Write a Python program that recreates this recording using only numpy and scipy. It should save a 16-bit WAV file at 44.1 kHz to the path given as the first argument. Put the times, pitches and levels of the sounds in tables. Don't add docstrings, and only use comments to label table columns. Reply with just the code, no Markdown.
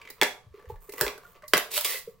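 import sys
import numpy as np
from scipy import signal
from scipy.fft import rfft, irfft
from scipy.io import wavfile

SR = 44100
rng = np.random.default_rng(int(sys.argv[2]) if len(sys.argv) > 2 else 0)


def int16_out(signal):
    q = np.round(np.clip(np.atleast_2d(signal).T, -1, 1) * 32767)
    wavfile.write(sys.argv[1], SR, q.astype(np.int16))


N = 97020
T = np.arange(N) / SR
SIDES = np.array([[1], [-1]])

# t/s, level/dB, treble/dB re level
RUB_CURVE = [(0, -58.5, -10.5), (.14, -77, -5), (.18, -63, -22), (.52, -77.5, -13.5), (.545, -61.5, -14),
             (.67, -71.5, -7), (.70, -59.5, 3.5), (.74, -71, -4), (.78, -87, 7), (.81, -75.5, 14),
             (.82, -66.5, 9.5), (.93, -71, 6), (1.0, -40, 3), (1.2, -79, -5.5), (1.24, -60.5, -1.5),
             (1.32, -69, 6.5), (1.36, -57, -16), (1.41, -82.5, -1), (1.47, -75, 9), (1.49, -88, 36),
             (1.53, -59, -7), (2.1, -70.5, 8.5), (2.2, -79, -8)]
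# f/Hz, level/dB
RUB_COLOUR = [(380, -29.5), (620, 5), (2300, -1), (8000, -18)]
RUB_TREBLE_COLOUR = [(3000, -63.5), (7000, -8.5), (11000, -10), (14000, -2)]
# f/Hz, level/dB, t60/s
BOX_MODES = [(410.8, 7.5, 0.043), (481.7, 5, 0.036), (520, -5.5, 0.05), (601, -2.5, 0.067),
             (725, -2.5, 0.048), (875, 2.5, 0.029), (988, -16.5, 0.17), (1100, -24, 0.099),
             (1149, 3, 0.032), (1420, -9.5, .04)]
# t/s, level/dB, treble/dB re level, box ring/dB re level, bite f/Hz
SNAPS = [(0.0142, -34.5, -37.5, -45.5, 2260), (.0506, -38, -29, -14, 2320),
         (.0728, -32.5, -39.5, -29.5, 2130), (.0876, -42, -13.5, -6.5, 2130),
         (0.1008, -38.5, 0.5, -7, 2170), (0.214, -3.5, -15.5, -17.5, 3350), (0.2223, -7, -24, -7.5, 2210),
         (.2314, -12, -3.5, -34, 1720), (0.8926, -38, -6, -4.5, 1920), (0.9209, -41, 2, -10.5, 2660),
         (0.9356, -38, -3.5, 2.5, 2000), (0.9798, -28.5, -9.5, -24.5, 1980), (1.0106, -7.5, -4, -14, 1596),
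         (1.0194, -22.5, -5, -2, 3090), (1.0648, -17, -21, -8.5, 2050), (1.0794, -19.5, -14, -10, 2305),
         (1.1523, -46, -33.5, -21, 2220), (1.177, -38, -10, -4.5, 1460), (1.421, -41, -25.5, -16, 1417),
         (1.438, -39.5, -26, -13.5, 1910), (1.479, -40, 2.5, -46, 4520), (1.535, -2.5, -13, -13, 3060),
         (1.5372, -6.5, -10, -14.5, 2055), (1.5699, -14.5, -5, -14, 2570),
         (1.5776, -15.5, -0.5, -14.5, 3660), (1.714, -34.5, 1, -8, 4970), (1.7395, -32.5, 1, -12, 3780),
         (1.7668, -22, 0, -33, 3420), (1.7771, -15.5, 0.5, -51, 3070), (1.809, -25.5, 1, -48, 3500),
         (1.846, -25, 4, -37, 3510), (1.857, -30, -9, -31, 3300)]
# f/Hz, level/dB
SNAP_COLOUR = [(300, -25), (600, -6), (1500, 2.5), (3400, -2), (8000, -12), (11000, -59.5)]
TEAR_TREBLE_COLOUR = [(1500, -83.5), (4000, -3), (6000, -5.5), (13000, -0.5), (16000, 1)]
# t/s, level/dB, f/Hz
BUMPS = [(0.216, -36, 175), (0.466, -44.5, 106.8), (0.507, -49, 78), (0.673, -40, 70.7), (0.697, -43, 98),
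         (0.721, -37.5, 97), (0.744, -41, 31), (1.013, -33.5, 130), (1.04, -39, 49.4), (1.537, -33.5, 183),
         (1.558, -34, 171), (2.082, -48.5, 179.6)]
# t/s, level/dB, favoured f/Hz
KNOCKS = [(0.544, -29, 405), (.582, -33.5, 430), (0.648, -32.5, 460), (0.702, -22.5, 450.4),
          (.7035, -18.5, 875), (.723, -30, 457), (.745, -31.5, 875), (0.893, -24, 380), (0.935, -36.5, 405),
          (1.032, -12.5, 407), (1.075, -29, 416), (1.158, -31, 400), (1.254, -31.5, 1420),
          (1.437, -36, 624), (1.439, -27.5, 1100), (1.593, -37, 431), (1.775, -26, 610),
          (1.905, -28.5, 480), (1.948, -24.5, 520), (2.078, -20.5, 458), (2.09, -27.5, 478)]
# t/s, level/dB
CREASES = [(.595, -49.5), (0.623, -51), (0.654, -48.5), (0.757, -48.5)]
# t/s, level/dB, treble/dB re level
RIP_CURVE = [(1.705, -51, 1), (1.73, -41, 4), (1.765, -31.5, 2.5), (1.79, -44, 9), (1.825, -52, 2),
             (1.84, -45, 4), (1.85, -25.5, -1), (1.87, -44, 7.5), (1.91, -37.5, 5.5), (1.95, -41.5, 2.5),
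             (1.99, -52.5, 10), (2.03, -90.5, 17.5)]
# f/Hz, level/dB
RIP_COLOUR = [(400, -60), (1600, -10.5), (2030, -2), (2500, -1), (4000, -4), (8000, -7.5), (11000, -39)]
# f/Hz, level/dB
ROOM_TONE = [(30, -9.5), (84, -16), (180, -16.5), (260, -28.5), (460, -42), (1250, -54.5), (3600, -42),
             (16000, -52)]
# f/Hz, t60/s
ROOM_T60 = [(150, 0.22), (300, 0.2), (700, 0.34), (1800, 0.27), (4800, 0.29), (12000, 0.26)]
ROOM_DB = [20, -2.5, -1, -3.5, -4.5, -5.5]
ROOM_WIDTH = [.2, .25, .35, .6, .9, .95]

SNAP_ATTACK_S, SNAP_DECAY_S, BITE_WIDTH = 0.00037, 0.001, .24
FIRM_DB, SOFT_RANGE_DB = -20, 14
KNOCK_ATTACK_S, KNOCK_SPREAD_OCT = 0.00584, 0.071
GRAIN_S, SLIP_FROM_S, SLIPS_PER_S = 0.00072, 1.8705, 97
ROOM_ONSET_S, PATH_SPREAD_S = 0.003, 0.0059
BODY_PAN_DB, TREBLE_PAN_DB = -1, -4
BODY_LOW_HZ, TOP_HZ = 330, 15900


def amp(db):
    return 10 ** (np.asarray(db, float) / 20)


def colour(x, points):
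    hz, db = np.array(points, float).T
    log_gain = np.interp(np.log(np.linspace(1, SR / 2, 4097)), np.log(hz), db) * np.log(10) / 20
    cepstrum = irfft(log_gain)
    cepstrum[1:4096] *= 2
    cepstrum[4097:] = 0
    h = irfft(np.exp(rfft(cepstrum)))
    filtered = signal.fftconvolve(x, np.broadcast_to(h, x.shape[:-1] + h.shape), axes=-1)
    return filtered[..., :N] / np.sqrt(np.sum(h ** 2))


def add(track, at_s, x):
    i = int(at_s * SR)
    track[i:i + len(x)] += x[:N - i]


def box_ring(db, attack_s, favour_hz=None):
    hz, mode_db, t60 = np.array(BOX_MODES, float).T[..., None]
    size, sign = rng.standard_normal((2, len(BOX_MODES), 1))
    gains = amp(mode_db + 2.4 * size)
    if favour_hz:
        gains = gains * np.exp(-.5 * (np.log2(hz / favour_hz) / KNOCK_SPREAD_OCT) ** 2)
    t = T[:SR // 5]
    modes = np.sign(sign) * gains * np.sin(2 * np.pi * hz * t) * 1000. ** (-t / t60)
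    attack = (1 - np.exp(-t / attack_s)) ** 2
    return amp(db) * modes.sum(axis=0) * attack / np.sqrt(np.sum(gains ** 2))


def friction(curve, mid_colour, treble_colour, per_s, scatter_db, box_db):
    clicks = rng.random(N) < per_s / SR
    sizes = clicks * amp(scatter_db * np.minimum(rng.exponential(size=N), 3))
    grain = np.exp(-T[:SR // 100] / GRAIN_S)
    crackle = np.sqrt(np.convolve(sizes ** 2, grain)[:N]) * rng.standard_normal(N)
    crackle /= np.sqrt(np.mean(crackle ** 2))
    times, db, treble_db = np.array(curve, float).T
    mid = crackle * amp(np.interp(T, times, db, -140, -140))
    treble = crackle * amp(np.interp(T, times, db + treble_db, -140, -140))
    response = np.diff(box_ring(0, SNAP_ATTACK_S))
    box = signal.fftconvolve(mid, response)[:N] * amp(box_db) / np.sqrt(np.sum(response ** 2))
    return np.array([colour(mid, mid_colour) + box, colour(treble, treble_colour)])


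def finger_rub():
    return friction(RUB_CURVE, RUB_COLOUR, RUB_TREBLE_COLOUR, per_s=420, scatter_db=1.5, box_db=0.5)


def fibre_snaps(rows):
    paper, treble, box = np.zeros((3, N))
    t = T[:SR // 20]
    for at_s, db, treble_db, box_db, hz in rows:
        soft = np.clip((FIRM_DB - db) / SOFT_RANGE_DB, 0, 1)
        slowed = t / (1 + 2.2 * soft)
        shape = (1 - np.exp(-slowed / SNAP_ATTACK_S)) ** 2 * np.exp(-slowed / SNAP_DECAY_S)
        bursts = shape * rng.standard_normal((3, len(t)))
        bite = soft * bursts[2] + (1 - soft) * np.abs(bursts[2]) * np.sin(2 * np.pi * hz * t)
        bursts[2] = signal.lfilter(*signal.iirpeak(hz, (1 + soft) / BITE_WIDTH, fs=SR), bite)
        bursts *= np.sqrt(np.sum(shape ** 2) / np.sum(bursts ** 2, axis=1, keepdims=True))
        add(paper, at_s, amp(db + 1.5 - 12 * soft) * bursts[0])
        add(treble, at_s, amp(db + treble_db + 8.5) * bursts[1])
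        add(box, at_s, box_ring(db + box_db + 0.5, SNAP_ATTACK_S))
        add(box, at_s, amp(db) * bursts[2])
    return np.array([colour(paper, SNAP_COLOUR) + box, colour(treble, TEAR_TREBLE_COLOUR)])


def low_bumps():
    low = np.zeros(N)
    for at_s, db, hz in BUMPS:
        cycles = T[:SR // 4] * hz
        swell = cycles / .7 * np.exp(1 - cycles / .7)
        add(low, at_s, amp(db) * swell * np.sin(2 * np.pi * cycles))
    return low + 0.27 * SIDES * np.roll(low, SR // 100)


def finger_knocks():
    box = np.zeros(N)
    for at_s, db, hz in KNOCKS:
        add(box, at_s - KNOCK_ATTACK_S, box_ring(db + 3.5, KNOCK_ATTACK_S, hz))
    return box


def crease_ticks():
    return [(at_s, db, -18, 0, 1700) for at_s, db in CREASES]


def long_rip():
    return friction(RIP_CURVE, RIP_COLOUR, TEAR_TREBLE_COLOUR, per_s=8800, scatter_db=5, box_db=-13.5)


def tear_slips():
    return [(SLIP_FROM_S + (k + .06 * lag) / SLIPS_PER_S, -27 + 2 * size, -14, -25,
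             2050 * (1 + .05 * pitch))
            for k, (lag, size, pitch) in enumerate(rng.standard_normal((9, 3)))]


def room_tail(x):
    hz, t60 = np.array(ROOM_T60).T
    t = T[:SR // 2]
    log_hz = np.log(np.linspace(1, SR / 2, len(t) // 2 + 1))
    tail = 0
    for k in range(len(hz)):
        band = np.sqrt(np.interp(log_hz, np.log(hz), np.arange(len(hz)) == k))
        mid, side = irfft(rfft(rng.standard_normal((2, len(t)))) * band)
        fade = 1000. ** (-t / t60[k]) * np.clip(t / ROOM_ONSET_S, 0, 1)
        fade /= np.sqrt(np.sum(fade ** 2))
        tail = tail + amp(ROOM_DB[k]) * fade * (mid + ROOM_WIDTH[k] * side * SIDES)
    return signal.fftconvolve(x[None], tail, axes=-1)[:, :N]


def scene():
    mid, top = fibre_snaps(SNAPS + crease_ticks() + tear_slips()) + long_rip() + finger_rub()
    knocks = finger_knocks()
    paths = rng.standard_normal(SR // 20) * np.exp(-T[:SR // 20] / PATH_SPREAD_S)
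    side = amp(0.5) * np.convolve(top, paths)[:N] / np.sqrt(np.sum(paths ** 2))
    treble = top + SIDES * side + room_tail(top)
    body = mid + knocks + room_tail(mid + amp(-8) * knocks)
    body = signal.sosfilt(signal.butter(4, BODY_LOW_HZ, "high", fs=SR, output="sos"), body)
    card = body * amp(BODY_PAN_DB * SIDES / 2) + treble * amp(TREBLE_PAN_DB * SIDES / 2)
    room_tone = colour(rng.standard_normal((2, N)), ROOM_TONE) * amp(-64.5)
    return card + low_bumps() + room_tone[0] + .5 * room_tone[1] * SIDES


def record(dry):
    return signal.sosfilt(signal.ellip(10, .2, 80, TOP_HZ, fs=SR, output="sos"), dry)


dry = scene()
out = record(dry)
int16_out(out)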